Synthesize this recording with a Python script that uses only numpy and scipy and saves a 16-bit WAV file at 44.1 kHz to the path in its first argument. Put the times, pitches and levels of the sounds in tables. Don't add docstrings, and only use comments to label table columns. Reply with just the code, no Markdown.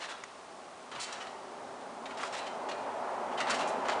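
import sys
import numpy as np
from scipy import signal
from scipy.fft import rfft, irfft, next_fast_len
from scipy.io import wavfile
from scipy.ndimage import map_coordinates

SR = 44100
rng = np.random.default_rng(int(sys.argv[2]) if len(sys.argv) > 2 else 0)


def master_out(mix):
    frames = np.transpose(np.atleast_2d(mix))
    ceiling = np.clip(frames, -1, 1)
    pcm = np.round(ceiling * 32767).astype(np.int16)
    wavfile.write(sys.argv[1], SR, pcm)


N = 176400

# (f/Hz, level/dB)
AIR_COLOUR = [(15, -60), (25, -26), (59, -21.5), (81, -13), (134, -13), (232, -8.5), (423, -2), (647, -13),
              (697, -29), (751, 0.5), (989, -15), (1070, 1.5), (1630, -10), (6460, -17.5), (9890, -21),
              (12900, -73), (21800, -120)]
# (t/s, level/dB)
DRONE_SWELL = [(0, -61.5), (.8, -58.5), (1.55, -51.5), (2.4, -51), (3.2, -47.5), (3.6, -43.5), (4, -44)]
# (f/Hz, level/dB)
DRONE_COLOUR = [(25, -43), (60, -26), (110, -17), (145, -16.5), (168, -9.5), (190, -9.5), (247, 1),
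                (275, -2), (300, -9.5), (335, -10), (360, -1.5), (397, 1.5), (440, -6), (600, -22.5),
                (2000, -64)]
# (t/s, level/dB)
TYRE_SWELL = [(0.0, -48.5), (0.31, -53.5), (0.89, -49.5), (1.17, -47), (1.61, -47.5), (2.03, -44.5),
              (2.35, -42), (3.54, -35.5), (3.66, -34.5), (4.0, -34)]
# (f/Hz, level/dB)
TYRE_COLOUR = [(25, -57), (110, -30.5), (300, -15.5), (480, -7), (560, -1.5), (670, 1), (770, -1), (845, 1),
               (1100, -6), (1600, -14.5), (2500, -24.5), (4500, -37), (10000, -46)]
# (f/Hz, fade/s)
ECHO_FADES = [(200, 0.9), (2000, 0.92), (5000, 0.89), (10000, 0.4)]
# (t/s, level/dB)
LANDINGS = [(.92, -61), (2.08, -69), (3.47, -59.5)]
# (f/Hz, level/dB)
THUMP_COLOUR = [(25, -26), (50, -14), (75, -6), (120, -1.5), (200, -3.5), (320, -1), (700, -36),
                (2000, -57)]
# (t/s, level/dB)
KNOCKS = [(0.2373, -34.5), (0.2404, -38), (2.233, -32.5), (2.237, -34), (3.498, -28.5), (3.885, -29.5),
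          (3.897, -30.5)]
# (f/Hz, relative level/dB, fade/s)
FRAME_TONES = [(1155, 2, .022), (1350, -2.5, 0.038), (1700, -6.5, 0.014), (2014, 2.5, 0.016)]
# (f/Hz, level/dB)
CRACK_COLOUR = [(100, -49), (500, -32), (900, -16), (1200, -1.5), (2000, -6), (2600, -8), (4500, -9),
                (7000, -5), (10000, -22)]
# (t/s, length/s, level/dB)
SCUFFS = [(0.012, 0.018, -46), (0.081, 0.043, -44), (.914, 0.083, -45), (1.079, 0.09, -46),
          (1.207, 0.048, -51), (2.095, 0.016, -49), (2.189, 0.068, -42), (2.332, 0.14, -49),
          (3.313, 0.024, -46.5), (3.391, .025, -39), (3.469, 0.058, -33.5), (3.591, 0.034, -39.5),
          (3.851, .01, -38.5), (3.884, 0.028, -38)]
# (f/Hz, level/dB)
MAT_COLOUR = [(40, -38), (150, -23.5), (500, -6), (950, 2), (1400, 3.5), (2000, -5.5), (3000, -6),
              (5000, -16), (10000, -29)]
# (t/s, level/dB)
PINGS = [(2.36, -54), (2.69, -52), (3.6, -48)]
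# (t/s, length/s, level/dB, brightness/dB per octave, squeak f/Hz)
CREAKS = [(0.0, 0.061, -44.5, -2, 4120), (0.089, .033, -47, 1.5, 3350), (.914, 0.0061, -45.5, -2.5, 3300),
          (0.95, 0.011, -46.5, -2.5, 3560), (.995, 0.049, -38, 5, 4350), (1.045, 0.044, -50, 0, 4600),
          (1.123, 0.0065, -40.5, 2, 5700), (1.2, 0.029, -46, -2.5, 2935), (1.268, .004, -47, -2.5, 2150),
          (2.055, 0.0072, -40.5, -6, 3700), (2.106, 0.0092, -47.5, -5, 2150), (2.17, 0.018, -48, 0, 5500),
          (2.199, 0.078, -48.5, 4, 4950), (2.322, .033, -42.5, -1, 5500), (2.365, 0.03, -43.5, 0.5, 3960),
          (2.463, .014, -42.5, -4.5, 3000), (2.686, .012, -42, -1.5, 2810), (2.711, .01, -42.5, -4, 4300),
          (3.374, 0.018, -41.5, -4, 3080), (3.4, 0.015, -33.5, -2.5, 1920), (3.502, 0.0086, -30.5, 1, 5500),
          (3.538, 0.022, -40, 2, 2900), (3.584, 0.038, -43, 1, 2770), (3.671, 0.026, -41, 10, 6100),
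          (3.888, 0.016, -38, -4.5, 4410), (3.915, 0.021, -43, -3, 3000)]
# (f/Hz, level/dB)
HOOK_COLOUR = [(100, -47), (300, -23.5), (900, -11), (1400, -0.5), (2200, 1), (3000, 1), (4200, -0.5),
               (5500, -3.5), (7500, -5.5), (10000, -14.5)]
# (f/Hz, relative level/dB, fade/s)
SPRING_TONES = [(1330, -4, .25), (1840, -18.5, 0.17), (1916, 1, 0.16), (2070, 1, 0.19), (2314, -3, .15),
                (2713, -2, .18), (2864, -1.5, .28), (3090, -5, 0.16), (3191, -9, .2), (3580, -2, 0.13),
                (4000, 2.5, .2), (4577, -4, .12), (5980, -3, .1), (7100, -2.5, 0.32)]

AIR_DB, DRONE_GAIN_DB, TYRE_GAIN_DB, ECHO_GAIN_DB = -53, -2, 0.5, -9
SQUEAK_BOOST_DB, SQUEAK_HALF_WIDTH_HZ, SPRING_RING_DB = 8.5, 87, -13.5
SHORT = SR // 2
SHORT_T = np.arange(SHORT) / SR


def amp(db):
    return 10 ** (np.asarray(db) / 20)


def value_at(points, hz):
    freqs, values = np.transpose(points)
    return np.interp(np.log(hz + 1), np.log(freqs + 1), values)


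def filtered(x, gain_at):
    size = next_fast_len(len(x) + 8192)
    return irfft(rfft(x, size) * gain_at(np.fft.rfftfreq(size, 1 / SR)), size)[:len(x)]


def coloured(x, colour, tilt_db=0):
    def gain_at(hz):
        octaves = np.log2(np.maximum(hz, SR / 50) / SR)
        return amp(value_at(colour, hz) + tilt_db * octaves)
    shaped = filtered(x, gain_at)
    return shaped / np.sqrt(np.mean(shaped ** 2) + 1e-20)


def noise(length, colour):
    return coloured(rng.standard_normal(length), colour)


def wobble(per_s):
    return map_coordinates(rng.standard_normal(400), [np.arange(N) * per_s / SR], mode="mirror")


def envelope(rise_s, hold_s, fade_s):
    rise = np.minimum(SHORT_T / max(rise_s, 1 / SR), 1)
    return rise * np.exp(-np.log(1000) * np.maximum(SHORT_T - hold_s, 0) / fade_s)


def add(track, start_s, sound):
    i = max(round(start_s * SR), 0)
    track[i:i + len(sound)] += sound[:N - i]


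def slips(per_s, spread_db):
    clicks = (rng.random(SHORT) < per_s / SR) * np.sign(rng.standard_normal(SHORT))
    return clicks * amp(spread_db * (2 * rng.random(SHORT) - 1))


def garden_air():
    return amp(AIR_DB) * noise(N, AIR_COLOUR)


def distant_car():
    t = np.arange(N) / SR
    tyre_db = np.interp(t, *np.transpose(TYRE_SWELL)) + TYRE_GAIN_DB + 0.61 * wobble(per_s=9)
    drone_db = np.interp(t, *np.transpose(DRONE_SWELL)) + DRONE_GAIN_DB
    return amp(tyre_db) * noise(N, TYRE_COLOUR) + amp(drone_db) * noise(N, DRONE_COLOUR)


def yard_echo(x):
    hz, t, spectrum = signal.stft(rng.standard_normal(SHORT), SR, nperseg=256)
    fading = np.exp(-np.log(1000) * t / value_at(ECHO_FADES, hz)[:, None])
    _, tail = signal.istft(spectrum * fading, SR, nperseg=256)
    tail = np.pad(tail, (SR // 100, 0))
    return amp(ECHO_GAIN_DB) * signal.fftconvolve(x, tail / np.linalg.norm(tail))[:N]


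def mat_thumps():
    out = np.zeros(N)
    for start_s, db in LANDINGS:
        puff = noise(SHORT, THUMP_COLOUR) * envelope(rise_s=0.033, hold_s=0.068, fade_s=0.3)
        add(out, start_s, amp(db) * puff)
    return out


def frame_knocks():
    out = np.zeros(N)
    for start_s, db in KNOCKS:
        ring = np.zeros(SHORT)
        for hz, tone_db, fade_s in FRAME_TONES:
            tone = np.sin(2 * np.pi * (hz * SHORT_T + rng.random()))
            ring += amp(tone_db) * tone * envelope(rise_s=0.00027, hold_s=0, fade_s=fade_s)
        crack = noise(SHORT, CRACK_COLOUR) * envelope(rise_s=0.00024, hold_s=0.00093, fade_s=0.014)
        add(out, start_s, amp(db) * (ring + amp(-6.5) * crack))
    return out


def mat_scuffs():
    out = np.zeros(N)
    for start_s, length_s, db in SCUFFS:
        rub = coloured(slips(per_s=5000, spread_db=4.5), MAT_COLOUR)
        add(out, start_s, amp(db) * rub * envelope(rise_s=0.0024, hold_s=length_s, fade_s=0.19))
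    return out


def coil_pings(hz=2439):
    out = np.zeros(N)
    ping = np.sin(2 * np.pi * hz * SHORT_T) * envelope(rise_s=0.01, hold_s=0, fade_s=0.9)
    for start_s, db in PINGS:
        add(out, start_s, amp(db) * ping)
    return out


def spring_creaks():
    out = np.zeros(N)
    hz, tone_db, fade_s = np.transpose(SPRING_TONES)
    fading = np.exp(-np.log(1000) * SHORT_T / fade_s[:, None])
    tones = np.sin(2 * np.pi * hz[:, None] * SHORT_T) * fading
    for start_s, length_s, db, tilt_db, squeak_hz in CREAKS:
        def squeak(f):
            return amp(SQUEAK_BOOST_DB / (1 + ((f - squeak_hz) / SQUEAK_HALF_WIDTH_HZ) ** 2))
        grit = filtered(slips(per_s=5000, spread_db=2.5), squeak)
        burst = envelope(rise_s=0.0017 + 0.12 * length_s, hold_s=length_s, fade_s=0.063)
        rasp = coloured(grit, HOOK_COLOUR, tilt_db) * burst
        coil = amp(tone_db + 2 * rng.standard_normal(len(hz))) @ tones
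        ring = signal.fftconvolve(rasp, coil / np.linalg.norm(coil))[:SHORT]
        add(out, start_s, amp(db) * (rasp + amp(SPRING_RING_DB) * ring))
    return out


def scene():
    rubbing = spring_creaks() + mat_scuffs()
    trampoline = rubbing + yard_echo(rubbing) + coil_pings() + frame_knocks() + mat_thumps()
    return (trampoline + distant_car() + garden_air())[None]


def record(dry):
    return np.array([filtered(channel, lambda hz: hz < 10100) for channel in dry])


dry = scene()
out = record(dry)
master_out(out)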